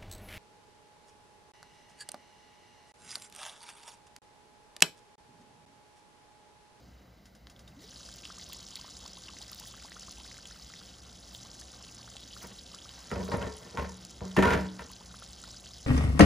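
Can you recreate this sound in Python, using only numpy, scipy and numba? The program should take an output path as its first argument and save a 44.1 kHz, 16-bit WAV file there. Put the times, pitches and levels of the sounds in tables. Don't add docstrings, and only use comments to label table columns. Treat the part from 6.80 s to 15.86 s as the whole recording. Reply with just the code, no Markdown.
import sys
import numpy as np
from scipy import signal
from scipy.fft import rfft, irfft
from scipy.io import wavfile
from scipy.ndimage import uniform_filter1d
from numba import njit

SR = 44100
rng = np.random.default_rng(int(sys.argv[2]) if len(sys.argv) > 2 else 0)


def how_loud(loudness_db):
    steps = np.asarray(loudness_db, float) / 20
    return 10 ** steps


def master_out(mix):
    frames = np.transpose(np.atleast_2d(mix))
    ceiling = np.clip(frames, -1, 1)
    pcm = np.round(ceiling * 32767).astype(np.int16)
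    wavfile.write(sys.argv[1], SR, pcm)


N = 399546
T, HZ = np.arange(N) / SR, np.arange(N // 2 + 1) * SR / N + 1

# (time [s], fizz level [dB])
BOIL_DB = [(0, -71), (.6, -89), (.985, -69.5), (1.005, -61), (1.16, -55), (1.7, -53.5), (2.2, -54.5),
           (2.7, -53.5), (3.6, -54.5), (4.2, -56.5), (4.6, -55), (6.5, -54), (6.9, -56), (9.06, -55.5)]
# (frequency [Hz], density [dB per Hz])
FIZZ_SPECTRUM = [(900, -35), (1500, 0), (2300, -12), (3600, 0.5), (5310, 16.5), (6750, 17), (12000, 2),
                 (16000, -45)]
# (time [s], peak [dB], pitch [Hz])
POPS = [(1.3397, -41, 5320), (1.453, -38, 3050), (1.7322, -40, 3970), (1.7916, -43, 4370),
        (1.956, -31.5, 4300), (2.616, -41, 3770), (2.681, -42, 5240), (2.7993, -38, 5500),
        (3.655, -39, 3380), (4.5485, -38, 3500), (4.8125, -41, 5180), (5.083, -48, 3650),
        (5.3671, -39, 3440), (5.947, -37, 5350), (6.0496, -55, 3640), (6.092, -42, 3540),
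        (6.2711, -44, 5170), (6.521, -38, 4070), (6.626, -39, 3070), (7.2505, -38, 5340),
        (7.4525, -41, 5300), (7.514, -43, 3670), (7.5732, -35, 2720), (7.625, -29, 2800),
        (7.734, -34, 2990), (8.5318, -41.5, 4940), (8.6387, -38.5, 4360), (8.689, -46, 6360),
        (8.8592, -42, 4580)]
# (time [s], peak [dB], pitch [Hz])
PLOPS = [(1.289, -56, 1550), (1.502, -41.5, 1240), (1.58, -49.5, 1160), (1.966, -43, 2360),
         (2.045, -45.5, 940), (2.255, -45, 945), (2.363, -60, 930), (2.483, -59, 875), (2.568, -46.5, 2060),
         (2.721, -48, 1220), (2.94, -46.5, 1220), (3.048, -45, 880), (3.119, -41.5, 1850),
         (3.166, -46, 1290), (3.282, -45.5, 1105), (3.514, -43.5, 2050), (3.568, -48, 2140),
         (3.711, -51, 1520), (3.937, -43, 1950), (4.819, -50.5, 1610), (5.277, -46.5, 1350),
         (5.355, -49, 754), (5.566, -56, 1300), (5.714, -50, 1810), (5.941, -46, 1175),
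         (6.055, -47.5, 1210), (8.209, -48, 910), (8.342, -44.5, 1230), (8.423, -44, 1270),
         (8.64, -49, 1340)]
# (time [s], peak [dB], pitch [Hz])
SMALL_POPS = [(1.2621, -39, 4880), (1.3841, -40, 5360), (1.5222, -40, 4930), (1.5843, -37, 6940),
              (1.6121, -39, 4530), (1.6226, -42, 3720), (1.6417, -48, 5070), (1.723, -37.5, 3430),
              (1.746, -38, 4360), (1.7673, -38, 6800), (1.805, -42, 5630), (1.828, -42, 3760),
              (1.866, -39, 5000), (1.8868, -38, 6270), (1.9074, -38, 5330), (1.9708, -34.5, 3720),
              (1.9988, -45, 5250), (2.0126, -37, 4500), (2.1051, -40.5, 6300), (2.1678, -37.5, 5140),
              (2.209, -43, 5000), (2.2624, -37, 5170), (2.2779, -35.5, 6620), (2.3328, -36, 5440),
              (2.369, -39.5, 3910), (2.42, -43, 5610), (2.4361, -39, 4650), (2.461, -42, 3770),
              (2.4726, -42, 5430), (2.4837, -39.7, 2900), (2.5865, -38, 5570), (2.696, -38, 4970),
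              (2.73, -36, 4030), (2.7607, -43, 5740), (2.839, -44, 5940), (2.886, -47, 5120),
              (2.9735, -41, 5040), (3.0959, -45, 6900), (3.1957, -37, 6700), (3.2312, -37, 4970),
              (3.294, -39.2, 6200), (3.3098, -38, 5230), (3.3995, -40.5, 3520), (3.5274, -41, 5790),
              (3.9373, -40, 5500), (4.631, -40, 5290), (4.715, -41.5, 5250), (5.0255, -41, 5700),
              (5.146, -37, 6530), (5.3987, -41, 4180), (5.8633, -40.5, 3720), (6.0497, -43, 5460),
              (6.191, -41, 6310), (7.4784, -40, 5070), (8.133, -39, 5110), (8.1553, -42, 7200),
              (8.4392, -39, 6600), (8.616, -36, 7100), (8.7132, -36, 6300), (9.029, -37, 5930)]
# (time [s], peak [dB], pitch [Hz])
SMALL_PLOPS = [(1.1273, -55, 1500), (1.2882, -49.5, 1520), (1.4359, -44, 2460), (1.5953, -49, 1920),
               (1.6957, -50.5, 1010), (1.7579, -53, 910), (1.8138, -55, 890), (1.9338, -54, 860),
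               (1.9899, -49.5, 895), (2.0797, -51, 1180), (2.2347, -52, 820), (2.3721, -48.5, 934),
               (2.4934, -48.5, 1075), (2.5341, -51, 820), (2.6062, -49.5, 750), (2.6316, -60, 980),
               (2.8091, -48.5, 840), (2.8325, -50.4, 910), (2.8548, -51, 1710), (2.9772, -49, 1570),
               (2.9982, -48, 2120), (3.0223, -49.5, 1360), (3.0835, -50, 1650), (3.1654, -49, 1360),
               (3.2261, -51, 1300), (3.3817, -52.0, 825), (3.4033, -50.5, 890), (3.4623, -50, 2130),
               (3.5414, -49, 1480), (3.5854, -48, 1430), (3.7089, -47, 1550), (3.7582, -51, 1310),
               (3.8994, -49, 1250), (4.0122, -51, 1290), (4.648, -51, 910), (4.818, -54, 1710),
               (4.9361, -51, 1270), (4.9546, -55, 770), (5.008, -53, 990), (5.0899, -45, 2560),
               (5.1883, -51, 865), (5.24, -53, 800), (5.5644, -44, 1310), (5.6238, -53, 970),
               (5.9604, -52, 1270), (6.1802, -50, 840), (6.8173, -60, 895), (6.8633, -50, 876),
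               (8.0992, -46, 927), (8.3076, -52, 1330), (8.4217, -51, 1370), (8.6378, -47, 1320),
               (8.6751, -50, 855), (8.7415, -51, 1370), (8.859, -52, 1500)]
# (time [s], peak [dB])
SMALL_SPITS = [(1.3233, -50), (1.5837, -51), (1.9574, -42), (2.1879, -46), (2.3864, -45), (2.798, -41),
               (3.3173, -44), (3.6874, -47), (4.4008, -47), (6.5727, -37), (6.7684, -36), (7.171, -45),
               (7.251, -41), (7.566, -42), (8.0086, -45), (8.1164, -41), (8.3577, -43), (8.399, -40),
               (8.8058, -44)]
# (time [s], peak [dB])
DROP_TICKS = [(1.0978, -57), (1.3602, -44), (1.4625, -57), (1.6082, -56), (1.68, -58), (1.7314, -32),
              (1.8277, -48), (1.9649, -41), (2.0796, -51), (2.2712, -52), (2.6289, -48), (2.7167, -35),
              (2.7466, -38), (2.798, -36), (2.8838, -41), (2.9282, -51), (2.9671, -47), (3.1192, -57),
              (3.1976, -55), (3.2649, -55), (3.3173, -46), (3.4021, -60), (3.455, -56), (3.5632, -53),
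              (3.9803, -62), (4.5375, -52), (4.8189, -56), (4.998, -61), (5.0703, -54), (5.2399, -60),
              (5.407, -50), (5.6305, -54), (6.1898, -52), (6.314, -54), (6.4457, -43), (6.4771, -53),
              (6.5026, -50), (6.5724, -55), (6.7684, -53), (6.9735, -62), (7.0318, -47), (7.2499, -48),
              (7.4828, -56), (7.5661, -46), (7.6245, -42), (7.7068, -49), (7.7328, -46), (7.9478, -58),
              (8.0431, -58), (8.087, -55), (8.1169, -42), (8.3419, -57), (8.3987, -54), (8.522, -50),
              (8.6023, -55), (8.6387, -53), (8.73, -58), (8.8053, -53)]
# (time [s], length [s], rise over usual spit [dB])
FLURRIES = [
    (1.72, .05, 9),
    (2.793, 0.14, 14),
    (4.553, 0.042, 18),
    (5.625, 0.099, 19),
    (6.5, 0.18, 9),
]
# (frequency [Hz], density [dB per Hz])
LEAK_SPECTRUM = [(1180, -37), (2000, -1), (2300, -5.5), (2460, -23), (3940, -6), (12000, -21.5),
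                 (13800, -13), (16000, -19)]
# (time [s], resonance [Hz], level [dB])
LID_GAP = [
    (.88, 140, -66),
    (.93, 175, -54),
    (1.0, 310, -57),
    (1.08, 500, -66),
    (1.17, 600, -69),
    (1.24, 660, -78),
]
# (time [s], peak [dB])
LID_TICKS = [
    (0.4556, -49),
    (0.55, -51),
    (0.6714, -57),
    (0.698, -46.5),
    (0.762, -58),
    (0.792, -47.5),
    (0.877, -49),
]
# (time [s], peak [dB], pitch [Hz], ring [cycles])
LID_PINGS = [
    (0.6702, -36, 3870, 2.4),
    (.671, -39.5, 1510, 0.98),
    (0.698, -52, 3300, 6),
    (0.763, -46, 3400, 6.2),
    (.792, -53, 3700, 5),
    (.876, -49, 3660, 35),
    (0.877, -57, 2960, 14),
    (.921, -55, 2600, 6),
]
# (time [s], peak [dB], brightness [dB])
KNOCKS = [(5.631, -39, -18), (6.314, -23.5, 3), (6.358, -25, 1.5), (6.399, -33, -28), (6.479, -23.5, -6),
          (6.517, -22, 3.5), (6.617, -29, 7), (6.973, -28.5, 13.5), (7.407, -22.5, -7), (7.566, -16.5, 6.5),
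          (7.569, -13.5, -20), (7.625, -26, 14), (7.656, -24, 14), (7.706, -18, 9.5), (7.734, -19, 0),
          (7.993, -38.5, 14), (8.101, -61, 4)]
# (start [s], hold [s], level [dB], brightness [dB])
RATTLES = [(5.612, 0.03, -49, 6), (6.08, 0.21, -66.5, 16.5), (6.301, 0.1, -35, -6), (6.41, 0.21, -51, -17),
           (6.519, 0.038, -26.5, -6.5), (6.609, 0.068, -35, -5), (6.805, 0.16, -46, -5),
           (6.937, 0.036, -33.5, -19), (6.977, 0.044, -30.5, -2.5), (7.424, 0.16, -52.5, 2),
           (7.564, 0.023, -15.5, -2), (7.625, 0.12, -21.5, 0), (7.989, 0.0092, -40.5, 1)]
# (frequency [Hz], density [dB per Hz])
CLATTER_SPECTRUM = [(21, -57), (35, -20), (70, -5.5), (140, 0.5), (185, -2.5), (301, -11), (478, -1.5),
                    (778, -5.5), (979, 0.5), (1230, -9.5), (1400, -4.5), (5890, -37.5), (12100, -55),
                    (14100, -60), (16000, -43)]
# (frequency [Hz], level [dB], t60 [s])
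PANEL_MODES = [(75.2, 2.5, 0.28), (100, 2.5, 0.11), (189.7, -8, 0.45), (249, -5, 0.089), (301, -28, 0.72),
               (379, -2.5, 0.067), (433.5, -9.5, 0.54), (472, -6.5, 0.26), (594, -3.5, 0.066),
               (949, -8.5, .3), (1060, -14, 0.21), (1334, -6, 0.3), (1470, -18, .3), (1550, -15, .15),
               (1782, -2.5, 0.22), (1866, -11, 0.24)]
# (time [s], peak [dB])
PANEL_RINGS = [
    (6.36, -33.5),
    (7.017, -40),
    (7.429, -40.5),
    (7.8, -37),
]
# (time [s], peak [dB], frequency [Hz], t60 [s])
CLANGS = [(6.316, -41, 571, 0.25), (6.315, -44, 900, .15), (6.316, -42, 1250, 0.17), (6.316, -50, 1860, .1),
          (6.359, -34.5, 567, 0.23), (6.359, -46, 914, .15), (6.477, -48, 2270, .04),
          (6.477, -40, 1300, .05), (6.518, -33, 568, 0.39), (6.518, -35, 937, 0.4),
          (6.517, -32, 1063, 0.13), (6.519, -40, 1870, 0.2), (6.529, -31.5, 207, .2),
          (6.532, -36, 1305, .1), (6.618, -38, 432, 0.4), (6.618, -44, 923, 0.53), (6.618, -43, 1093, 0.33),
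          (6.618, -54, 1430, .2), (6.974, -34, 1060, 0.28), (6.973, -35, 914, 0.22),
          (6.973, -41, 1530, .15), (6.974, -48, 1900, .12), (6.985, -34, 575, .15), (7.09, -38, 920, .06),
          (7.412, -39, 429, 0.25), (7.412, -48, 637, 0.1), (7.568, -27, 1820, 0.31), (7.568, -31, 1055, .1),
          (7.577, -16, 195, 0.34), (7.578, -16, 377.5, 0.26), (7.578, -37, 613, 0.25),
          (7.626, -31, 1006, 0.25), (7.626, -22.5, 958, 0.46), (7.626, -29, 1526, 0.52),
          (7.626, -24, 1308, 0.15), (7.626, -27, 1790, .2), (7.655, -25, 1040, 0.27),
          (7.655, -29, 1437, 0.38), (7.66, -29.5, 430, 0.41), (7.676, -22, 1424, 0.18),
          (7.707, -23.5, 958, 0.24), (7.707, -29.5, 1370, 0.24), (7.72, -25, 472, 0.22),
          (7.733, -26, 188.4, 0.37), (7.733, -35.5, 1724, 0.33), (7.786, -35, 624, 0.15),
          (7.76, -37.5, 306, 0.62), (7.579, -21, 287, .2), (7.995, -40.5, 940, 0.061),
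          (7.994, -47, 474, 0.12)]
# (frequency [Hz], density [dB per Hz])
RUMBLE_SPECTRUM = [(15, -26), (25, -27), (48, 2), (69, -2), (129, -7.5), (193, -2), (430, -12), (525, -8.5),
                   (642, -11.5), (709, -9.5), (1040, -17.5), (1490, -17.5), (1750, -22.5), (2560, -26),
                   (3000, -20), (3900, -49), (6600, -60)]
# (time [s], level [dB])
RUMBLE_DB = [(0, -58.5), (.4, -62.5), (.9, -59.5), (3.5, -58.5), (7.3, -58), (8.2, -57.5), (9.06, -58)]
# (frequency [Hz], width [Hz], level [dB])
HUM = [(62.2, 24, -58.5), (118.15, 8.1, -65), (180.5, 27, -66.5), (1580, 6.8, -77.5)]
# (frequency [Hz], lead [half turns])
PORT_LEAD = [(0, 0), (1800, -.1), (2300, 0), (3500, .18), (5800, 0), (7200, -.25), (8500, -1), (10100, -2),
             (11850, -2.95), (12350, -3.08), (14000, -4), (15900, -5), (17500, -6)]
# (frequency [Hz], likeness [0-1])
ALIKE = [(60, .997), (130, 0.975), (220, 0.94), (330, 0.74), (640, 0.59), (1400, 0.6), (2300, 0.89),
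         (6000, 0.85), (16000, 0.83)]

PLOP_CYCLES, PLOP_GLIDE = 9.5, .6


def level(x, db):
    return x * how_loud(db) / np.sqrt(np.mean(x ** 2))


def curve(rows):
    s, *columns = np.transpose(rows)
    return [np.interp(T, s, c) for c in columns]


def over_hz(points):
    hz, value = np.transpose(points)
    return np.interp(np.log(HZ), np.log(hz + 1), value)


def colour(x, gain):
    return irfft(rfft(x, N) * gain, N)


def band(x, lo_hz, hi_hz):
    return signal.sosfilt(signal.butter(2, [lo_hz, hi_hz], "band", fs=SR, output="sos"), x)


def walk(rate_hz):
    k = int(SR / rate_hz)
    steps = np.repeat(rng.standard_normal(N // k + 1), k)
    return 1.36 * uniform_filter1d(uniform_filter1d(steps, k), k)[:N]


def diffuse(size=N):
    mid, side = np.pad(rng.standard_normal((2, size)), ((0, 0), (0, N - size)))
    alike = np.clip(over_hz(ALIKE), 0, 1)
    mid, side = colour(mid, np.sqrt(1 + alike)), colour(side, np.sqrt(1 - alike))
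    return np.array([mid + side, mid - side]) / 2


@njit
def bubbles(count, s, hz, size, cycles, glide):
    y = np.zeros(count)
    for k in range(len(s)):
        span = cycles[k] * SR / hz[k]
        phase, i0 = 0., int(s[k] * SR)
        for i in range(min(int(3 * span), count - i0)):
            u = i / span
            phase += 2 * np.pi * min(hz[k] * (1 + glide * u) / SR, .45)
            y[i0 + i] += size[k] * 4 * np.sqrt(u) * np.exp(-3 * u) * np.sin(phase)
    return y


def swarm(rate_hz, lo_hz, hi_hz, cycles, spread_db, glide):
    when, pitch, rarity, length = rng.random((int(rate_hz * N / SR), 4)).T
    bunch = how_loud(1.8 * np.clip(walk(12), -2, 2))[(when * N).astype(int)]
    size = how_loud(-spread_db * np.log(1.01 - rarity)) * bunch * np.sin(np.pi * pitch)
    hz = lo_hz * (hi_hz / lo_hz) ** pitch
    return level(bubbles(N, when * N / SR, hz, size, cycles * (.5 + length), glide), 0)


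def single(rows, cycles, glide, trim_db):
    s, db, hz = np.transpose(rows)
    return bubbles(N, s, hz / (1 + glide / 5), how_loud(db + trim_db), cycles + 0 * s, glide)


def at_pitch(rows, hz):
    return [(row[0], row[1], hz) for row in rows]


def spray(rows, cycles, glide, trim_db, count):
    s, db, hz = np.repeat(rows, count, axis=0).T
    delay, detune = rng.random((len(s), 2)).T
    spray_s = .004
    rows = np.transpose([s + spray_s * delay, db - 6 * delay, hz * 1.6 ** (detune - .5)])
    return single(rows, cycles, glide, trim_db)


def simmer():
    fizz = swarm(1100, 2400., 10500., 7., 2.8, .25)
    fizz += how_loud(-2.5) * swarm(340, 2100., 8500., 13., 3.1, .4)
    fizz += how_loud(-15) * swarm(150, 800., 2740., 5.5, 3.9, .53)
    fizz += how_loud(-8) * swarm(130, 2200., 11600., 2.2, 2., .1)
    fizz += how_loud(-17) * swarm(48, 675., 1610., PLOP_CYCLES, 1., PLOP_GLIDE)
    bursts = swarm(600, 14000., 17000., .6, 3.2, .03)
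    spits = swarm(260, 6000., 17500., 4., 4., .2)
    steam = rng.standard_normal(N) * how_loud(.91 * walk(25) + 7.8 * walk(120))
    hiss = level(colour(how_loud(-10) * steam + bursts, how_loud(over_hz(FIZZ_SPECTRUM))), -5)
    spit_db = -21 + sum(db * np.exp(-((T - s) / length) ** 2) for s, length, db in FLURRIES)
    treble = level(band(how_loud(-7) * steam + spits, 4200, 21000), -1.5)
    treble = treble * how_loud(spit_db + 1.8 * walk(24) + .5)
    fizz_db, = curve(BOIL_DB)
    return how_loud(fizz_db) * (how_loud(-1.5) * fizz + band(hiss, 730, 21000) + treble)


def pops():
    sharp = single(POPS, 4.2, .036, 4.6) + single(at_pitch(POPS, 7000), 8., .37, 1.)
    small = single(SMALL_POPS, 9.2, .52, -1.6)
    return sharp + small + spray([*POPS, *SMALL_POPS], 4.4, .19, -.99, count=4)


def plops():
    big = single(PLOPS, PLOP_CYCLES, PLOP_GLIDE, -.96) + single(PLOPS, .68, .21, 3)
    return big + single(SMALL_PLOPS, PLOP_CYCLES, PLOP_GLIDE, -.18)


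def spitting_drops():
    ticks = single(at_pitch(DROP_TICKS, 13000), 2.2, .044, 11)
    return ticks + single(at_pitch(SMALL_SPITS, 10000), 9.6, .1, 1.5)


def lid_ticks():
    hits = np.zeros(N)
    for s, db in LID_TICKS:
        hits[int(s * SR)] = how_loud(db - 3)
    rasp_t60_s = .12
    rasp = band(rng.standard_normal(SR // 10), 470, 8500)
    rasp = rasp * np.exp(-np.log(1000) * T[:SR // 10] / rasp_t60_s)
    glass = sum(single([(s, db, hz)], cycles, .03, 0) for s, db, hz, cycles in LID_PINGS)
    return colour(hits, rfft(rasp, N)) + glass


def lid_leak():
    hiss = level(colour(rng.standard_normal(N), how_loud(over_hz(LEAK_SPECTRUM))), -69.5)
    return hiss * how_loud(2.9 * walk(20) * (T > LID_GAP[2][0]))


def lid_air():
    hz, db = curve(LID_GAP)
    wobble = (1.1 + .8 * walk(120)) * np.cos(2 * np.pi * np.cumsum(hz) / SR)
    return wobble * how_loud(db) * (T > LID_GAP[0][0]) * (T < LID_GAP[-1][0])


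def shaking():
    low, high, thud, crack = np.zeros((4, N))
    attack_s, fall_db_s, treble_extra_fall_db_s = .011, 147, 32
    for s, hold, db, bright_db in RATTLES:
        rise, past = np.clip((T - s) / attack_s, 0, 1), np.maximum(T - s - hold, 0)
        shake = rise * how_loud(db - fall_db_s * past)
        low += shake * how_loud(-7)
        treble = how_loud(bright_db - 5.5 - treble_extra_fall_db_s * past)
        high += (T > s) * shake / np.maximum(rise, .2) * treble
    thud_db, thud_s, crack_db = 1.5, .00097, 6.5
    bass_rise_s, bass_late_s = .0088, .00824
    for s, db, bright_db in KNOCKS:
        s = s + .0015
        after = np.maximum(T - s, 0)
        late = np.maximum(after - bass_late_s, 0)
        thud += how_loud(db + thud_db) * late / thud_s * np.exp(-late / thud_s)
        crack[int(s * SR) - 40] += how_loud(db + bright_db + crack_db)
        low += (1 - np.exp(-after / bass_rise_s)) * how_loud(db - 7) * np.exp(-after / .032)
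        fall = .77 * np.exp(-after / .00055) + .16 * np.exp(-after / .016)
        high += (T > s) * how_loud(db + bright_db - 10) * fall
    return low, high, thud, crack


def clangs():
    y, t = np.zeros((2, N + SR)), T[:SR // 2]
    attack_s, skew_rad = .0019, .43
    for (s, db, hz, t60), skew in zip(CLANGS, skew_rad * rng.standard_normal(len(CLANGS))):
        fade = (1 - np.exp(-t / attack_s)) * np.exp(-np.log(1000) * t / max(t60, .02))
        step = np.array([[skew], [-skew]]) * min(hz / 500, 1)
        y[:, int(s * SR):][:, :len(t)] += how_loud(db) * fade * np.sin(2 * np.pi * hz * t + step)
    return y[:, :N]


def clatter():
    low, high, thud, crack = shaking()
    grit = diffuse() * how_loud(2.2 * walk(220))
    split_hz, max_cycles = 850, 170
    split = 1 / (1 + 1j * HZ / split_hz) ** 3
    drive = rfft(grit * low - thud * how_loud(-12)) * split
    drive = drive + rfft(grit * high + crack) * (1j * HZ / split_hz) ** 3 * split * how_loud(1)
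    s = 2j * np.pi * HZ
    drive = drive * (s / (s + 2 * np.pi * 55)) ** 2
    folded = irfft(over_hz(CLATTER_SPECTRUM) * np.log(10) / 20, N)
    causal = np.exp(rfft(folded * (T < T[N // 2]) * (1 + (T > 0))))
    modes = 0
    for hz, db, t60 in PANEL_MODES:
        decay = np.log(1000) / min(t60, max_cycles / hz)
        modes = modes + how_loud(db) * 60 / (s + decay - 2j * np.pi * hz)
    ring = single(at_pitch(PANEL_RINGS, 187), 40, 0., 0)
    return irfft(drive * (how_loud(17.5) * causal + how_loud(20.5) * modes), N) + ring + clangs()


def kitchen():
    noise = level(colour(diffuse(), how_loud(over_hz(RUMBLE_SPECTRUM))), 0)
    rumble = 0
    for hz in 20 * 2 ** np.arange(8.):
        rumble = rumble + colour(noise, np.exp(-np.log2(HZ / hz) ** 2 * 2)) * how_loud(1.2 * walk(9))
    hum = sum(level(colour(diffuse(), 1 / (1 + ((HZ - f) / w * 2) ** 2)), db) for f, w, db in HUM)
    db, = curve(RUMBLE_DB)
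    return rumble * how_loud(db - .5) + hum * how_loud(db - np.median(db))


def scene():
    pot = simmer() + pops() + plops() + spitting_drops() + lid_ticks() + lid_leak()
    lead = np.exp(.5j * np.pi * over_hz(PORT_LEAD))
    ports = np.array([lead, 1 / lead])
    tail_t60_s = .06
    tail = diffuse(size=SR // 2) * np.exp(-np.log(1000) * T / tail_t60_s) * how_loud(-29)
    walls = colour(tail, rfft(pot) / (1 + (HZ / 9000) ** 2))
    return colour(pot, ports) + walls + lid_air() + colour(clatter(), ports) + kitchen()


def low_pass(x):
    return signal.sosfilt(signal.butter(12, 16510, fs=SR, output="sos"), x)


def record(dry):
    mix = signal.sosfilt(signal.ellip(8, .5, 60, 16000, fs=SR, output="sos"), dry)
    mix = signal.sosfilt(signal.butter(2, 42, "high", fs=SR, output="sos"), mix)
    return low_pass(mix)


dry = scene()
out = record(dry)
master_out(out)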